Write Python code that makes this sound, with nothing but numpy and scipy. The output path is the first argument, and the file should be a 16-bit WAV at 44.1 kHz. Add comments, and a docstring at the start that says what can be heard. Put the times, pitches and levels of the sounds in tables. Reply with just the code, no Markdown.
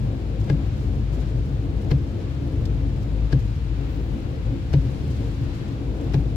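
"""A car's engine drones at its firing rate, heard from the cabin over the rumble and roar of the tyres.
The road is wet: spray hisses and swells in deeper water, rain patters and swishes on the windscreen,
a thin sizzle comes and goes, and oncoming traffic hisses past. At each turn the wiper blades tick,
slap and set the glass booming. Soft low knocks, from road bumps and twice from the wiper mechanism
taking up slack, excite the modes of the body; late on, a soft thud sinks in pitch."""
import sys
import numpy as np
from scipy import signal
from scipy.fft import rfft, irfft, next_fast_len
from scipy.io import wavfile
from scipy.ndimage import map_coordinates

SR = 44100
rng = np.random.default_rng(int(sys.argv[2]) if len(sys.argv) > 2 else 0)


def to_wav(s):
    """Save 16-bit WAV."""
    ch = np.atleast_2d(s).T  # columns
    pcm = np.round(np.clip(ch, -1, 1) * 32767)  # PCM
    wavfile.write(sys.argv[1], SR, pcm.astype(np.int16))


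N = 280476
TIME, EVENT_TIME = np.arange(N) / SR, np.arange(SR // 2) / SR


def amp(db):
    """Decibels to amplitude ratio."""
    return 10 ** (np.asarray(db) / 20)


def unit(x):
    """Normalisation to rms 1."""
    return x / np.sqrt(np.mean(x ** 2) + 1e-20)


def along(points, hz):
    """Interpolation on a logarithmic frequency axis."""
    knots_hz, values = np.transpose(points)
    return np.interp(np.log(hz + 1), np.log(knots_hz + 1), values)


def curve(points):
    """Linear interpolation in time, one value a sample."""
    return np.interp(TIME, *np.transpose(points))


def wobble(rate_hz):
    """Random modulation: a spline through Gaussian values."""
    return map_coordinates(rng.standard_normal(1024), [TIME * rate_hz], mode="wrap")


def bell(middle_s, half_s):
    """Gaussian envelope, down to 1/e at half_s from its middle."""
    return np.exp(-((TIME - middle_s) / half_s) ** 2)


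def filtered(x, response):
    """Linear filtering: the spectrum times a frequency response."""
    size = next_fast_len(N + SR // 2)
    return irfft(rfft(x, size) * response(np.fft.rfftfreq(size, 1 / SR)), size)[..., :N]


# likeness of left and right: frequency_hz, correlation
COHERENCE = [(30, 0.89), (250, 0.92), (500, 0.67), (900, 0.032), (1300, -0.21), (2200, 0.051),
             (12000, -0.098)]
def noise(spectrum):
    """Partly coherent stereo noise of rms 1, alike in the bass; spectrum is a dB table or function."""
    def mid_side(hz):
        level_db = spectrum(hz) if callable(spectrum) else along(spectrum, hz)
        angle = np.arccos(np.clip(along(COHERENCE, hz), -1, 1)) / 2
        return amp(level_db) * [np.cos(angle), np.sin(angle)]
    mid, side = filtered(rng.standard_normal((2, N)), mid_side)
    return unit(np.array([mid + side, mid - side]))


def add(track, start_s, sound):
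    """Superposition of a sound on a track."""
    part = track[max(round(start_s * SR), 0):][:len(sound)]
    part += sound[:len(part)]


def swell(t60_s, rise_s):
    """Exponential build-up and decay."""
    return (1 - np.exp(-EVENT_TIME / rise_s)) * amp(-60 * EVENT_TIME / t60_s)


def ring(hz, t60_s, rise_s):
    """Damped oscillation of one mode, pushed inwards."""
    return -swell(t60_s, rise_s) * np.sin(2 * np.pi * hz * EVENT_TIME)


def lift(resonances, hz):
    """Resonant gain in dB, a Lorentzian peak for each mode."""
    return sum(db / (1 + (2 * (hz - centre) / width) ** 2) for centre, width, db in resonances)


# engine speed: time_s, firing_hz
FIRING_RATE = [(0, 53.62), (1, 53.95), (3.2, 53.68), (4.2, 53.6), (5.2, 53.4), (6.36, 53.36)]
# strength of the low orders: time_s, level_db
DRONE_LEVEL = [(0.0, -29), (0.4, -22.5), (0.52, -36), (0.65, -25.5), (1.03, -21), (1.18, -23), (1.4, -23),
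               (2.0, -26), (2.12, -40), (2.27, -29), (2.45, -40), (2.66, -21), (3.1, -19), (3.47, -18.5),
               (3.58, -25.5), (3.72, -19.5), (3.95, -29.5), (4.13, -20.5), (4.28, -44), (4.47, -22.5),
               (4.66, -31), (4.78, -23), (5.0, -37), (5.26, -20.5), (5.42, -32.5), (5.77, -39),
               (5.9, -21.5), (6.08, -25.5), (6.22, -27), (6.36, -18.5)]
# low orders: firing_multiple, relative_db
ENGINE_ORDERS = [(1, -1.5), (2, -13.5)]
# fourth order, strongest as the engine pulls at first: time_s, level_db
HUM_LEVEL = [(0, -36), (1.45, -46), (1.9, -54.5), (6.36, -43.5)]
def engine(gain_db=-4.0, waver_db=1.4, drift_hz=0.1, wheel_hz=8.6, throb_db=0.3):
    """Periodic firing gives harmonics that waver with load; the lowest throb once per wheel turn."""
    phase = 2 * np.pi * np.cumsum(curve(FIRING_RATE) + drift_hz * wobble(3.44)) / SR
    drone_db = curve(DRONE_LEVEL) + throb_db * np.cos(2 * np.pi * wheel_hz * TIME)
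    orders = sum(amp(db + waver_db * wobble(6.9)) * np.sin(round(k) * phase) for k, db in ENGINE_ORDERS)
    hum = amp(curve(HUM_LEVEL) + waver_db * wobble(6.9)) * np.sin(4 * phase)
    return np.sqrt(2) * amp(gain_db) * (amp(drone_db) * orders + hum)


# rumble through the suspension, and tread roar: frequency_hz, density_db
RUMBLE_SPECTRUM, ROAR_SPECTRUM = [(10, -49.5), (22, -31.5), (36, -12), (48, -1.5), (72, 2.5), (92, 0),
                                  (108, 2), (132, 0), (150, -3), (185, -12), (240, -23), (400, -73.5)], [(120, -73), (200, 0.5), (240, -5), (300, -3.5),
                                                  (380, -8.5), (470, -13), (580, -15), (800, -18.5),
                                                  (1100, -32.5), (2000, -56)]
# rumble from the asphalt's coarseness, and tread roar: time_s, level_db
ASPHALT_LEVEL, TREAD_LEVEL = [(0.0, -19.5), (0.2, -28.5), (0.48, -23.5), (1.3, -24.5), (1.9, -22),
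                              (2.1, -25), (2.44, -25), (2.62, -21.5), (3.72, -25.5), (4.7, -23.5),
                              (4.84, -26.5), (5.04, -23), (5.94, -26.5), (6.24, -25.5), (6.36, -21.5)], [(0.0, -32), (0.88, -33), (1.15, -31.5), (1.55, -33),
                                                    (1.86, -31), (2.0, -33), (2.58, -32.5), (2.84, -35.5),
                                                    (3.22, -33), (3.62, -37), (4.06, -33), (5.2, -33.5),
                                                    (5.42, -33), (5.66, -36), (6.08, -30), (6.36, -32)]
# resonances of the body panels and of the cabin: centre_hz, width_hz, gain_db
PANEL_MODES, CABIN_MODES = [(132.7, 7.2, 3), (67.4, 9.6, 1.5)], [(275.6, 24, 9.5), (336, 15, 6.5), (428, 11.7, 5), (459, 19, 7),
                                            (516.6, 21, 8)]
def tyres(rumble_gain_db=-2.5, roar_gain_db=-2.0):
    """Random forcing: rough asphalt shakes the panels and tread noise excites the cabin's resonances."""
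    texture = wobble(7.1)
    rumble = noise(lambda hz: along(RUMBLE_SPECTRUM, hz) + lift(PANEL_MODES, hz))
    rumble_db = curve(ASPHALT_LEVEL) + rumble_gain_db + 0.34 * texture
    roar_db = curve(TREAD_LEVEL) + roar_gain_db + 0.4 * texture + 1.2 * wobble(14)
    roar = noise(lambda hz: along(ROAR_SPECTRUM, hz) + lift(CABIN_MODES, hz))
    return amp(rumble_db) * rumble + amp(roar_db) * roar


# stretches of deeper water: middle_s, rise_db, half_length_s
DEEP_WATER = [(.68, 1.2, 0.19), (1.22, 1.5, 0.12), (1.802, 1.5, 0.086), (2.298, 1.3, 0.11),
              (3.298, 1.3, 0.16), (3.85, 1.5, 0.26), (5.4, 2, 0.54), (6.079, 1, 0.19)]
def wetness_db():
    """Deeper water throws more spray: a Gaussian rise in level for each stretch."""
    return sum(db * bell(middle_s, half_s) for middle_s, db, half_s in DEEP_WATER)


# spray heard through the glass: frequency_hz, density_db
SPRAY_SPECTRUM = [(400, -36), (900, 4), (1600, 2), (1850, -0.5), (2500, -0.5), (4200, -5), (5900, -15.5),
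                  (7400, -15.5), (8600, -29), (15800, -43)]
def spray(base_db=-50):
    """Water thrown by the tyres radiates broadband hiss."""
    return amp(base_db + wetness_db() + 0.57 * wobble(7.4)) * noise(SPRAY_SPECTRUM)


# fine drops on glass: frequency_hz, density_db
PATTER_SPECTRUM = [(1000, -24), (3000, 1), (5000, 16), (7400, 8), (8800, 5.5), (13000, 1.5), (15800, -14.5)]
def rain(base_db=-64, spray_share=0.4, near_db=-2, spread_db=3, count=9000):
    """Shot noise: near drops strike at random over a wash of the smallest, swelling with the spray."""
    impacts = np.zeros((2, N))
    arrivals = rng.integers(N, size=count)
    sizes = np.minimum(rng.exponential(size=count), 4)
    impacts[:, arrivals] = amp(spread_db * sizes) * rng.standard_normal((2, count))
    envelopes = signal.fftconvolve(impacts, swell(t60_s=0.0057, rise_s=0.0001)[None], axes=1)[:, :N]
    splashes = envelopes * rng.standard_normal((2, N))
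    near = unit(filtered(splashes, lambda hz: amp(along(PATTER_SPECTRUM, hz))))
    level_db = base_db + spray_share * wetness_db() + 0.6 * wobble(4.8) + 1.1 * wobble(27)
    return amp(level_db) * unit(amp(near_db) * near + noise(PATTER_SPECTRUM))


# soft low knocks: start_s, level_db, pitch_ratio, rise_s
# (at 1.886 and 4.703 s the wiper mechanism takes up slack just before a turn; the rest are road bumps)
LOW_KNOCKS = [(0.387, -14, 0.84, 0.008), (0.841, -17, 0.95, 0.0061), (1.335, -15, 1, 0.009),
              (1.886, -17, 0.56, 0.0059), (4.703, -23, 0.8, 0.007), (4.849, -14, 0.95, 0.0069),
              (5.037, -10, 1.02, 0.012), (5.088, -20.5, 1, 0.0044), (5.484, -21, 0.56, 0.0045)]
# modes of the car body: pitch_hz, relative_db, t60_s
BODY_MODES = [(79, -5, 0.35), (124.4, 0, 0.26), (188, -14.5, 0.2), (402, -20.5, 0.077)]
def low_knocks():
    """Modal response: each soft knock sets the body's damped modes booming."""
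    out = np.zeros(N)
    for start_s, level_db, ratio, rise_s in LOW_KNOCKS:
        boom = sum(amp(db) * ring(hz * ratio, t60_s, rise_s) for hz, db, t60_s in BODY_MODES)
        add(out, start_s, amp(level_db) * boom)
    return out


# flurries of water: start_s, level_db, length_s
WATER_FLURRIES = [(0.387, -64.5, 0.25), (.63, -65, 0.58), (1.121, -62.5, 0.26), (1.36, -64.5, .32),
                  (1.78, -70, 0.49), (2.248, -73.5, 0.24), (2.922, -65, 0.3), (3.24, -64, 0.34),
                  (4.743, -72, .22), (5.055, -63, 0.49), (5.528, -63, 0.25), (5.933, -65, 0.36)]
# their swish: frequency_hz, density_db
SWISH_SPECTRUM = [(2000, -3), (5000, 9), (7400, 7), (8800, -2), (13000, -1), (15800, -10)]
def flurries(attack_s=0.018, flutter_db=4.5):
    """Flow noise of water swept over glass: each flurry starts quickly, flutters and thins out."""
    envelope = np.zeros(N)
    for start_s, db, length_s in WATER_FLURRIES:
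        age = TIME - start_s
        envelope += amp(db) * np.clip(age / attack_s, 0, 1) * np.sqrt(np.clip(1 - age / length_s, 0, 1))
    return envelope * amp(flutter_db * wobble(70)) * noise(SWISH_SPECTRUM)


# clicks of a loose blade: start_s, level_db, t60_s
BLADE_CLICKS = [(0.4136, -43, 0.018), (.5288, -48, .03), (2.654, -37.5, 0.035)]
# their colour: frequency_hz, density_db
CLICK_SPECTRUM = [(1500, -20), (3300, 0), (4200, 3), (5000, 4.5), (6200, -6), (8600, -12), (10000, -19),
                  (15500, -22)]
def blade_clicks():
    """Light impacts of a loose wiper blade give quickly damped bursts of noise."""
    envelope = np.zeros(N)
    for start_s, db, t60_s in BLADE_CLICKS:
        add(envelope, start_s, amp(db) * swell(t60_s, rise_s=0.00042))
    return envelope * noise(CLICK_SPECTRUM)


# blades turning at the foot of the glass: start_s, thump_db, pitch_ratio, slap_db, tick_db, snap_db
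WIPER_TURNS = [(0.4995, -0.3, 0.99, -6.5, -39, -29), (1.9147, 0.7, 0.96, -5.5, -33.5, -33),
               (3.3285, 0, 0.95, -5.5, -37.5, -39), (4.7381, 1.5, 0.98, -5.5, -34.5, -38),
               (6.1431, 1, 0.98, -6.5, -33.5, -42)]
# rubber on glass: frequency_hz, density_db
RUBBER_SPECTRUM = [(150, -31), (400, 11.5), (750, 10), (1080, 2.5), (1330, -7), (1650, 0.5), (2200, -3),
                   (2800, -3), (4500, -8), (6500, -18), (9000, -24.5), (15500, -38)]
def blade_rubber(gain_db=-21.5, lead_s=0.0028, drag_db=-42, judder_db=3):
    """Friction and impact: the rubber drags, judders and slaps just before the glass gives way."""
    envelope = np.zeros(N)
    for start_s, _, _, slap_db, _, _ in WIPER_TURNS:
        envelope += amp(drag_db) * bell(start_s, half_s=0.023)
        add(envelope, start_s - lead_s, amp(slap_db + gain_db) * swell(t60_s=0.034, rise_s=0.002))
    judder = unit(amp(judder_db * np.tanh(wobble(700))))
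    return envelope * judder * noise(RUBBER_SPECTRUM)


# blade holder: frequency_hz, density_db
HOLDER_SPECTRUM = [(700, 3), (1400, 11.5), (2700, 1.5), (3700, -6), (5200, 4), (7000, -9), (10000, -18),
                   (15500, -16)]
def holder_ticks(lead_s=0.0072, snap_delay_s=0.0014):
    """Two contact transients at each turn: the holder ticks, then the blade snaps flat."""
    envelope = np.zeros(N)
    for start_s, *_, tick_db, snap_db in WIPER_TURNS:
        add(envelope, start_s - lead_s, amp(tick_db) * swell(t60_s=0.028, rise_s=0.00053))
        add(envelope, start_s + snap_delay_s, amp(snap_db) * swell(t60_s=0.0053, rise_s=0.00016))
    return envelope * noise(HOLDER_SPECTRUM)


# modes of the blade's metal frame: pitch_hz, relative_db, t60_s
FRAME_MODES = [(1047, -7.5, 0.039), (1622, -0.5, 0.045), (2143, -1.5, 0.035), (2440, -3.5, 0.025),
               (2860, -6.5, 0.028), (4260, -3, 0.021), (4600, -3, 0.016), (5360, -6.5, 0.016)]
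def frame_clacks(gain_db=-32, lead_s=0.0008):
    """Free vibration: the frame lands hard and rings briefly, a little differently on each side."""
    out = np.zeros((2, N))
    for start_s, _, _, slap_db, _, _ in WIPER_TURNS:
        for channel in out:
            for hz, db, t60_s in FRAME_MODES:
                strength = amp(gain_db + slap_db + db + rng.normal(0, 5.1))
                pitch_hz = hz * (1 + rng.normal(0, 0.012))
                add(channel, start_s - lead_s, strength * ring(pitch_hz, t60_s, rise_s=0.00016))
    return out


# modes of the windscreen and cabin air: pitch_hz, peak_db, peak_s, steepness
GLASS_MODES = [(57.13, -27, 0.11, 2.6), (70, -19, 0.066, 62), (118, -6.5, 0.0047, 3),
               (140, -9.5, 0.0274, 7.9), (160.6, -16.5, 0.033, 9.2), (226.5, -11.5, 0.0044, 5),
               (272.6, -32.5, 0.024, 1.44), (310, -18.5, 0.0068, 1.8), (349.7, -19, 0.0057, 3.7),
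               (490, -35, 0.0071, 4.2), (548, -38.5, 0.015, 2.3)]
def windscreen_thumps():
    """Energy transfer: the wiper arm bends the glass, and each mode gathers energy, peaks and fades."""
    out = np.zeros(N)
    for start_s, thump_db, ratio, *_ in WIPER_TURNS:
        for hz, db, peak_s, steepness in GLASS_MODES:
            envelope = (EVENT_TIME / peak_s * np.exp(1 - EVENT_TIME / peak_s)) ** steepness
            mode = -envelope * np.sin(2 * np.pi * hz * ratio * EVENT_TIME)
            add(out, start_s, amp(thump_db + db + rng.normal(0, 0.39)) * mode)
    return out


# bigger drops on the windscreen: start_s, level_db
BIG_DROPS = [(.6804, -55), (.7802, -50), (1.126, -46), (1.818, -51), (1.848, -48), (3.289, -57),
             (4.918, -47), (5.079, -52), (6.044, -46)]
def single_drops():
    """A short impact has a wide spectrum: each drop bursts with a tiny bright pip."""
    envelope = np.zeros(N)
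    for start_s, db in BIG_DROPS:
        add(envelope, start_s, amp(db) * swell(t60_s=0.008, rise_s=0.0002))
    return envelope * noise([(2000, -25), (6000, 2.0), (15000, -6.5)])


# thin high hiss: time_s, level_db
SIZZLE_LEVEL = [(3.55, -93.5), (3.83, -75), (3.92, -66), (4.05, -71), (4.2, -77.5), (4.6, -99)]
# its colour: frequency_hz, density_db
SIZZLE_SPECTRUM = [(9000, -50), (13000, -12), (15200, 0), (16000, -2), (17000, -60)]
def sizzle():
    """Band-limited noise in the top octave comes and goes."""
    return amp(curve(SIZZLE_LEVEL)) * noise(SIZZLE_SPECTRUM)


# an oncoming truck, its wake and a car: middle_s, level_db, half_length_s, centre_hz
PASSING_TRAFFIC = [(4.151, -57, 0.52, 1910), (5.095, -55.5, 0.57, 3060), (6.1, -68, 0.12, 1102)]
def traffic(half_width_octaves=0.72):
    """Moving sources: the wet tyres of each vehicle give a band of hiss that swells and fades."""
    def band(centre_hz):
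        return noise(lambda hz: -10 * np.log10(1 + (np.log2((hz + 1) / centre_hz) / half_width_octaves) ** 4))
    return sum(amp(db) * bell(s, half_s) * band(hz) for s, db, half_s, hz in PASSING_TRAFFIC)


# soft thud: start_s, first_hz, last_hz, fall_s, t60_s
SINKING_THUD = (5.404, 250, 88, 0.014, 0.13)
def thud(level_db=-20, overtone_db=-15, overtone_ratio=2.53, rise_s=0.018, roughness_rad=0.35):
    """Exponential glide: a slightly rough, damped tone sinks from a knock to a low boom."""
    start_s, first_hz, last_hz, fall_s, t60_s = SINKING_THUD
    pitch_hz = last_hz + (first_hz - last_hz) * np.exp(-EVENT_TIME / fall_s)
    phase = 2 * np.pi * np.cumsum(pitch_hz) / SR + roughness_rad * wobble(130)[:len(EVENT_TIME)]
    tone = np.sin(phase) + amp(overtone_db) * np.sin(overtone_ratio * phase)
    envelope = swell(t60_s, rise_s) * np.clip(EVENT_TIME / rise_s, 0, 1)
    out = np.zeros(N)
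    add(out, start_s, amp(level_db) * envelope / envelope.max() * tone)
    return out


# balance in the cabin: frequency_hz, left_minus_right_db
BALANCE = [(30, 14.5), (70, 2), (140, 2), (280, 4), (600, 6), (1000, 2.5), (4000, 3), (7000, 1.5),
           (12000, 4)]
def scene(lag_s=0.0002, blade_pan_db=1.7):
    """Level and time differences: the mix is louder on the left, where the boom also arrives first."""
    left_right = np.array([[1], [-1]])
    boom = engine() + tyres() + low_knocks() + thud()
    boom = filtered(boom, lambda hz: np.exp(1j * np.pi * hz * lag_s * left_right))
    hiss = spray() + rain() + flurries() + single_drops() + sizzle() + traffic()
    blades = (blade_clicks() + blade_rubber() + holder_ticks()) * amp(blade_pan_db * left_right)
    wipers = blades + frame_clacks() + windscreen_thumps()
    return filtered(boom + hiss + wipers, lambda hz: amp(left_right * along(BALANCE, hz) / 2))


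TOP_HZ = 15820
def record(dry):
    """An ideal low-pass filter removes everything above the band limit."""
    return filtered(dry, lambda hz: hz < TOP_HZ)


dry = scene()
out = record(dry)
to_wav(out)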